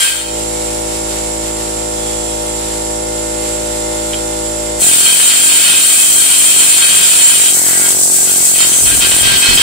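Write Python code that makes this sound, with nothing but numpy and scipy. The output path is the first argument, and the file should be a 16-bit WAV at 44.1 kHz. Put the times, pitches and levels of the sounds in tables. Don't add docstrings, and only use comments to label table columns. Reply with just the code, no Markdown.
import sys
import numpy as np
from scipy import signal
from scipy.fft import rfft, irfft, next_fast_len
from scipy.io import wavfile
from scipy.ndimage import uniform_filter1d, minimum_filter1d

SR = 44100
rng = np.random.default_rng(int(sys.argv[2]) if len(sys.argv) > 2 else 0)


def master_out(mix):
    frames = np.transpose(np.atleast_2d(mix))
    ceiling = np.clip(frames, -1, 1)
    pcm = np.round(ceiling * 32767).astype(np.int16)
    wavfile.write(sys.argv[1], SR, pcm)


def voltage_ratio(decibels):
    exponent = np.asarray(decibels, float) / 20
    return 10 ** exponent


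N = 424231
T_S = np.arange(N) / SR
TRIGGER_S = 4.8

# (frequency [Hz], width [Hz], level [dB])
BRACKET_MODES = [(2387, 14, -13.5), (2549, 31, -7), (2980, 31, -7), (3094, 13, -6.5), (3191, 19.5, 0.1),
                 (3171, 16, -2.5), (3530, 15, -13.5), (3750, 18, -7), (3820, 17, -12), (4254, 23, -4.5),
                 (4920, 37, -14), (6130, 18, -16)]


def unit(x):
    return x / np.sqrt(np.mean(x ** 2))


def curve(table):
    s, value = np.transpose(table)
    return np.interp(T_S, s, value)


def pan(db):
    return voltage_ratio(np.array([db / 2, -db / 2]).reshape(2, -1))


def butter(x, order, hz, kind="low"):
    return signal.sosfilt(signal.butter(order, hz, kind, fs=SR, output="sos"), x)


def noise(spectrum, like=0.0):
    size = next_fast_len(N)
    hz, db = np.transpose(spectrum)
    bin_hz = np.arange(size // 2 + 1) * SR / size
    gain = voltage_ratio(np.interp(np.log(bin_hz + 1), np.log(hz), db, left=-90, right=-90))
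    mid, side = irfft(rfft(rng.standard_normal((2, size))) * gain, size)[:, :N]
    return unit(np.sqrt(1 + like) * mid + np.sqrt(1 - like) * side * np.array([[1], [-1]]))


def walk(rate_hz):
    hold = int(SR / rate_hz)
    steps = np.repeat(rng.standard_normal(N // hold + 1), hold)
    return unit(uniform_filter1d(steps, hold)[:N])


def swells(events, attack_s, release_s, rest_db):
    gain = voltage_ratio(rest_db)
    for s, length_s, db in events:
        rise = np.clip((T_S - s) / attack_s + 1, 0, 1)
        fade = np.exp(-np.maximum(T_S - s - length_s, 0) / release_s)
        gain = np.maximum(gain, voltage_ratio(db) * rise * fade)
    return 20 * np.log10(gain)


def ring(modes, at, size, scatter_db, turn_rad=1.67):
    out = np.zeros((2, N))
    for hz, width_hz, db in modes:
        push = np.zeros(N)
        np.add.at(push, at, size * voltage_ratio(scatter_db * rng.standard_normal(len(at))))
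        pole = np.exp((2j * hz - width_hz) * np.pi / SR)
        z = signal.lfilter([1], [1, -pole], push)
        lag = np.exp(1j * turn_rad * rng.standard_normal())
        out += voltage_ratio(db) * width_hz * np.array([z.imag, (z * lag).imag])
    return out


def garage(x):
    t60_s, echo_gain = 0.3, voltage_ratio(-0.5)
    t = np.arange(SR // 2) / SR
    echo = rng.standard_normal((2, len(t))) * voltage_ratio(-60 * t / t60_s) * (t > 0.004)
    echo /= np.sqrt(np.sum(echo ** 2, axis=1, keepdims=True))
    wet = signal.oaconvolve(x, echo, axes=1)[:, :N]
    return (x + echo_gain * wet) / np.hypot(1, echo_gain)


def strokes(phase, stroke_hz):
    # (multiple, arm in the way [dB], arm lifted [dB], left minus right [dB], left lead [rad])
    low = [(1, -31, -31, 0, -0.1), (2, -39, -39, -2, -0.8), (3, -39, -39, -2, -0.3), (4, -37, -37, 0, -0.4),
           (5, -40, -40, 4, -0.7), (6, -29, -28, 2, -0.2), (7, -35, -35, -6, -0.8), (8, -37, -39, -5, -2.5),
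           (9, -27, -26, 8, -2.1), (10, -40, -47, -5, 2.3), (11, -31, -27, 2, 0.5), (12, -38, -37, 0, 2.9),
           (13, -37, -40, 8, -2.0), (14, -33, -35, -3, 2.6), (15, -30, -30, -4, -2.8),
           (16, -35, -34, 7, 2.5), (17, -39, -41, 8, 0.5)]
    # (multiple, arm in the way [dB], arm lifted [dB],
    # left minus right [dB])
    high = [(18, -46, -45, -6), (19, -40, -40, 2), (20, -47, -46, 6), (21, -47, -47, 11),
            (24, -44, -45, -3), (25, -46, -46, 0), (26, -46, -42, 5), (32, -53, -53, 7), (33, -51, -49, 6),
            (38, -48, -45, 11)]
    left_late_s = 0.00054
    high = [(*row, -2 * np.pi * row[0] * stroke_hz * left_late_s) for row in high]
    lifted = np.interp(T_S, [2.8, 3.5], [0, 1])
    out = np.zeros((2, N))
    for k, low_db, up_db, pan_db, lead_rad in low + high:
        sway_db = min(k, 16) * (0.09 * walk(6) - 0.05)
        size = np.sqrt(2) * voltage_ratio(low_db + (up_db - low_db) * lifted + sway_db)
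        shift = (0.3 + 0.1 * k) * rng.standard_normal()
        turn = k * phase + shift + np.array([[lead_rad], [-lead_rad]]) / 2
        out -= size * pan(pan_db) * np.cos(turn)
    return out


def valve_reeds(phase):
    # (time [s], length [s], multiple [1], level [dB])
    reeds = [
        (.5, 1.0, 41, -44),
        (2.15, .2, 55, -45),
        (2.0, .55, 61, -41),
        (3.75, 1.05, 64, -44),
    ]
    out = np.zeros((2, N))
    for s, length_s, k, db in reeds:
        size = np.sqrt(2) * voltage_ratio(swells([(s, length_s, db)], 0.1, 0.05, -90) + walk(8))
        out += size * pan(6) * np.cos(k * phase - np.array([[k * 0.18], [0]]))
    return out


def valve_noise(phase):
    # (frequency [Hz], density [dB per Hz])
    colour = [(30, -14), (100, -11), (300, -15), (560, -4), (700, -13), (1300, -16), (3000, -12),
              (4200, -11), (6000, -14.5), (8500, -8.5), (11000, -14.5), (13000, -23), (15000, -23.5),
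              (15300, -50)]
    return noise(colour, like=0.042) * (1 + 0.074 * np.cos(phase)) * voltage_ratio(-25 + 1.06 * walk(14))


def leak():
    # (frequency [Hz], width [Hz], level [dB], left minus right [dB])
    bands = [(7470, 650, -29, -16.5), (9450, 520, -31.5, 2.5), (5700, 1140, -46.5, -30.5)]
    out = np.zeros((2, N))
    for hz, w, db, pan_db in bands:
        colour = [(hz - 2 * w, -30), (hz - w / 2, -3), (hz, 0), (hz + w / 2, -3), (hz + 2 * w, -30)]
        out += voltage_ratio(db + 0.67 * walk(12)) * pan(pan_db) * noise(colour)
    return out


def compressor():
    stroke_hz = 54.69
    recover_db, recover_db_per_s, duck_db, duck_s = -17.5, 48.5, -30, 0.04
    phase = 2 * np.pi * np.cumsum(stroke_hz * (1 + 0.0008 * walk(6))) / SR + 0.7
    gain_db = np.minimum(recover_db + recover_db_per_s * T_S, 0)
    gain_db += duck_db * np.clip((T_S - TRIGGER_S) / duck_s, 0, 1)
    out = strokes(phase, stroke_hz) + valve_reeds(phase) + valve_noise(phase) + leak()
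    return out * voltage_ratio(gain_db)


def buffet():
    # (time [s], length [s], level [dB])
    gusts = [
        (8.83, 0.055, -26.5),
        (8.925, .08, -28),
        (9.04, .12, -35),
        (9.225, 0.058, -25),
        (9.3, 0.059, -30),
        (9.49, 0.063, -26),
        (9.58, 0.036, -29.5),
    ]
    colour = [(15, -9), (40, -5.5), (100, -7.5), (200, -13), (500, -19.5)]
    rumble = unit(noise(colour) * voltage_ratio(3.1 * walk(45)))
    return rumble * pan(-9) * voltage_ratio(swells(gusts, 0.023, 0.025, -90) + 3.5)


def touch():
    # (time [s], level [dB])
    taps = [
        (4.134, -23.5),
        (4.143, -24),
    ]
    s, db = np.transpose(taps)
    damped = [(hz, width + 50, d - 6 * (hz > 3600)) for hz, width, d in BRACKET_MODES if hz < 4500]
    tap = ring(damped, (s * SR).astype(int), voltage_ratio(db - 31.5), scatter_db=1.5, turn_rad=0.5)
    return 0.6 * tap + 0.5 * garage(tap)


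def controls():
    # (time [s], steel level [dB])
    press = [(4.79, -35), (4.83, -19), (5.3, -18.5), (5.7, -17), (5.95, -21), (6.5, -19), (7.1, -17.5),
             (7.4, -19.5), (7.49, -18.5), (7.53, -31), (7.86, -26), (8.0, -30.5), (8.5, -26.5), (8.7, -26),
             (9.0, -24.5), (9.2, -22), (9.4, -20.5), (9.62, -24)]
    # (time [s], length [s], steel level [dB])
    bites = [
        (8.55, 0.013, -20),
        (8.59, 0.047, -17),
        (8.72, 0.027, -22),
        (8.86, 0.084, -21),
        (9.01, .045, -14.5),
        (9.115, 0.02, -16),
        (9.17, .02, -20),
        (9.23, .14, -15),
        (9.42, 0.11, -14),
        (9.575, .05, -13),
    ]
    # (time [s], length [s], level [dB])
    seated = [(4.825, 0.25, -12), (5.22, .44, -12.5), (5.76, 0.088, -13.5), (6.05, .12, -19),
              (6.45, 0.28, -15), (6.74, .08, -15), (6.9, 0.074, -16), (7.04, .25, -11), (7.41, .05, -12),
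              (8.2, 0.048, -10), (8.6, .04, -11), (8.72, .06, -21), (8.99, .04, -17), (9.33, .04, -19),
              (9.46, .04, -15)]
    # (start level [dB], fall [dB per s])
    dying = [
        (-15.5, 72),
        (-11.5, 79),
        (-22, 34),
    ]
    slip_s, return_s, firm_db = 7.5, 7.9, -19

    sway_db = np.where(T_S > slip_s, 1.4, 1.0) * walk(25)
    steel = swells(bites, 0.011, 0.017, curve(press) + sway_db)
    slipped = np.clip((T_S - slip_s) / 0.029, 0, 1)

    clamp = -9.5 + 0.13 * np.maximum(firm_db - steel, 0) + 2.7 * slipped + 0.5 * walk(7.4)
    clamp += swells([(7.56, 0.32, 7.5)], 0.03, 0.05, 0)

    held_air_db, slipped_air_db, squeeze = -10.5, -12, 0.51
    air = held_air_db + (slipped_air_db - held_air_db) * slipped
    air -= squeeze * np.maximum(steel - firm_db, 0)
    air += np.interp(T_S, [TRIGGER_S - 0.01, TRIGGER_S + 0.019], [-13, 0])

    long_mode = swells(seated, 0.022, 0.02, -24 + 3.0 * walk(15))

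    thump_db, kick_db, kick_s, free_thump_db = -34.5, 9, 0.16, -29.5
    thump = thump_db + kick_db * np.exp(-np.abs(T_S - TRIGGER_S) / kick_s) + 0.84 * walk(9)
    thump += (free_thump_db - thump_db) * np.clip((T_S - slip_s) / 0.083, 0, 1)
    thump += -1.5 * (T_S > return_s)

    before = T_S < TRIGGER_S - 0.01
    steel, air, long_mode = (np.where(before, np.maximum(db - fall * T_S, -70), now)
                             for (db, fall), now in zip(dying, (steel, air, long_mode)))
    steel = swells([(0.018, 0.008, -13.5)], 0.006, 0.016, steel)
    clamp = np.where(before, -7.0, clamp)
    thump = np.where(T_S < TRIGGER_S + 0.02, -90, thump)
    return steel, clamp, air, long_mode, thump


def exhaust(blows, db):
    # (frequency [Hz], width [Hz], level [dB])
    modes = [(110, 81, -0.5), (185, 51, 0.5), (294, 47, 2), (359, 56, 0), (510, 73, -15), (688, 136, -8.5)]
    thump = unit(np.gradient(ring(modes, blows, 1.0, scatter_db=1.2, turn_rad=0.4), axis=1))
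    thump = unit(butter(thump, 2, 1000))
    colour = [(50, -8), (100, 2), (200, -2), (400, 0), (900, -3), (1300, -6), (1700, -30)]
    rumble = noise(colour, like=0.3) * voltage_ratio(-36.5 + 1.5 * walk(10))
    running = curve([(4.81, 0), (4.83, 1)])
    return butter(thump * voltage_ratio(db) + running * rumble, 3, 75, "high")


def free_air(puff, bite):
    # (frequency [Hz], density [dB per Hz])
    colour = [(2350, -50), (4000, -19.5), (5060, -16.5), (6780, -8.5), (7430, -5), (7820, -0.5), (8530, -4),
              (9960, -12.5), (12700, -15.5), (14800, -12.5), (15800, -13)]
    air = unit(noise(colour) * (1 + 0.3 * puff) * voltage_ratio((3.2 - 1.5 * bite) * walk(350)))
    finest = butter(air, 4, 10500, "high")
    return butter(air, 4, 10500) + finest * (0.53 + 0.74 * bite)


def escaping_air():
    squeal = noise([(5600, -28.5), (6050, 4), (6500, -3), (7200, -5), (7600, -30)])
    squeal = squeal * voltage_ratio(swells([(8.71, 0.08, -17)], 0.03, 0.03, -90) + 2.5 * walk(100))
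    whistle = noise([(11300, -30), (12000, 0), (12700, -30)])
    return squeal + whistle * voltage_ratio(swells([(7.55, 0.05, -22)], 0.03, 0.025, -90))


def bracket_ring(at, size, bite, rough):
    # (frequency [Hz], density [dB per Hz])
    clatter = [(1800, -66), (2300, -3.5), (3100, -2), (4400, -3), (5200, -5.5), (6800, -11.5), (8000, -32)]
    struck = np.where(T_S < TRIGGER_S, 0.6, 0.68)
    tone = unit(ring(BRACKET_MODES, at, size, scatter_db=4, turn_rad=0.7))
    return (0.15 + 0.68 * bite) * tone + struck * noise(clatter, like=0.4) * rough


def clamp_ring(at, size, rough):
    # (frequency [Hz], width [Hz], level [dB])
    modes = [(1425, 14, -3), (1592, 16, 0), (1960, 22, -3), (2245, 20, -5)]
    rattle = noise([(900, -3), (1200, -7.5), (2200, 0.0), (2600, -32)], like=0.14)
    return 0.48 * unit(ring(modes, at, size, scatter_db=5.5)) + 0.5 * rattle * rough


def shank_ring(at, size):
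    # (frequency [Hz], width [Hz], level [dB])
    first_grip = [(6840, 20, -9), (7505, 30, -3), (7570, 25, -6), (7948, 20, 0), (8130, 20, -6),
                  (8262, 20, -6), (8580, 20, -5), (8660, 20, -2), (8782, 20, -2), (8868, 25, -2),
                  (8975, 18, 0), (9157, 20, -3), (9275, 20, -6), (10300, 25, -10)]
    # (frequency [Hz], width [Hz], level [dB])
    new_grip = [(6670, 30, -23), (7180, 26, -16), (8090, 49, 6), (8540, 26, -5), (9200, 60, -11.5),
                (9150, 30, -22), (9400, 23, -19), (10000, 62, -18)]
    regrip_s = 9.23
    regripped = np.interp(T_S, [regrip_s, regrip_s + 0.023], [0, 1])
    first = unit(ring(first_grip, at, size, scatter_db=0.5))
    return (1 - regripped) * first + regripped * unit(ring(new_grip, at, size, scatter_db=2))


def long_mode_ring(at, size):
    # (frequency [Hz], width [Hz], level [dB])
    modes = [(7180, 16, 0)]
    return unit(ring(modes, at, size, scatter_db=2.5)) * pan(-3)


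def chisel():
    # (time [s], rate [blows per s])
    blow_rate = [(4.82, 43.41), (5.02, 41.68), (5.4, 50.52), (5.6, 49.88), (6.7, 49.61), (7.0, 48.08),
                 (7.25, 49.91), (7.45, 47.92), (7.62, 42.34), (7.8, 46.41), (8.3, 45.98), (8.8, 43.52),
                 (9.02, 40.85), (9.35, 47.5), (9.62, 45.28)]
    cycle = np.cumsum(curve(blow_rate)) / SR + 0.76
    blows = np.flatnonzero(np.diff(np.floor(cycle)))
    jitter = (6 * rng.standard_normal(len(blows))).astype(int)
    blows = np.clip(blows + jitter, 0, N - 1)
    chatter = rng.integers(0, N, size=3600)
    at = np.concatenate([blows, chatter])
    size = np.concatenate([np.ones(len(blows)), 0.48 * rng.standard_normal(len(chatter))])
    puff = np.exp(-(cycle % 1) / 0.082)

    steel_db, clamp_db, air_db, long_db, thump_db = controls()
    bite = np.clip((steel_db - air_db + 19) / 10, 0, 1)
    rough = (1 + 0.12 * puff) * voltage_ratio(0.36 * walk(40))

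    bracket = bracket_ring(at, size, bite, rough) * pan(-0.5)
    clamp = clamp_ring(at, size, rough) * pan(0.5) * voltage_ratio(clamp_db)
    shank = 0.82 * bite * shank_ring(at, size) * pan(2.5)
    air = np.sqrt(1 - 0.68 * bite ** 2) * free_air(puff, bite) * pan(1.5)
    hits = (bracket + clamp) * voltage_ratio(steel_db + 4.0) + (shank + air) * voltage_ratio(air_db + 2.5)
    hits += np.sqrt(bite) * long_mode_ring(at, size) * voltage_ratio(long_db - 0.7)
    hits = butter(hits, 2, 300, "high")
    thump = exhaust(blows, thump_db)
    return garage(hits + escaping_air() + 0.6 * thump) + 0.86 * thump


def scene():
    return compressor() + buffet() + touch() + chisel()


def starve(x):
    # (frequency [Hz], level against neighbours [dB])
    limits = [(2500, -5), (3500, -4), (4200, -3), (4700, -2), (5700, -1.9), (6400, -5), (11300, -3.5),
              (12300, -1.2), (13300, -1.2), (14200, -3), (15720, -5), (15760, 99)]
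    hz, _, z = signal.stft(x, SR, nperseg=2048)
    power = uniform_filter1d(np.sum(np.abs(z) ** 2, axis=0), size=10, axis=0)
    level_db = 10 * np.log10(uniform_filter1d(power, size=2, axis=1) + 1e-20)
    dip_db = level_db - uniform_filter1d(level_db, size=50, axis=0)
    kept = dip_db > np.interp(hz, *np.transpose(limits), left=-99)[:, None]
    kept = minimum_filter1d(1.0 * kept, size=6, axis=0)
    return signal.istft(z * kept, SR, nperseg=2048)[1][:, :N]


def top_cut(x):
    return signal.sosfilt(signal.butter(12, 15900, fs=SR, output="sos"), x)


def record(dry):
    rounded = np.clip(np.tanh(0.8 * starve(dry)) / 0.8, -1, 1)
    return top_cut(rounded)


dry = scene()
out = record(dry)
master_out(out)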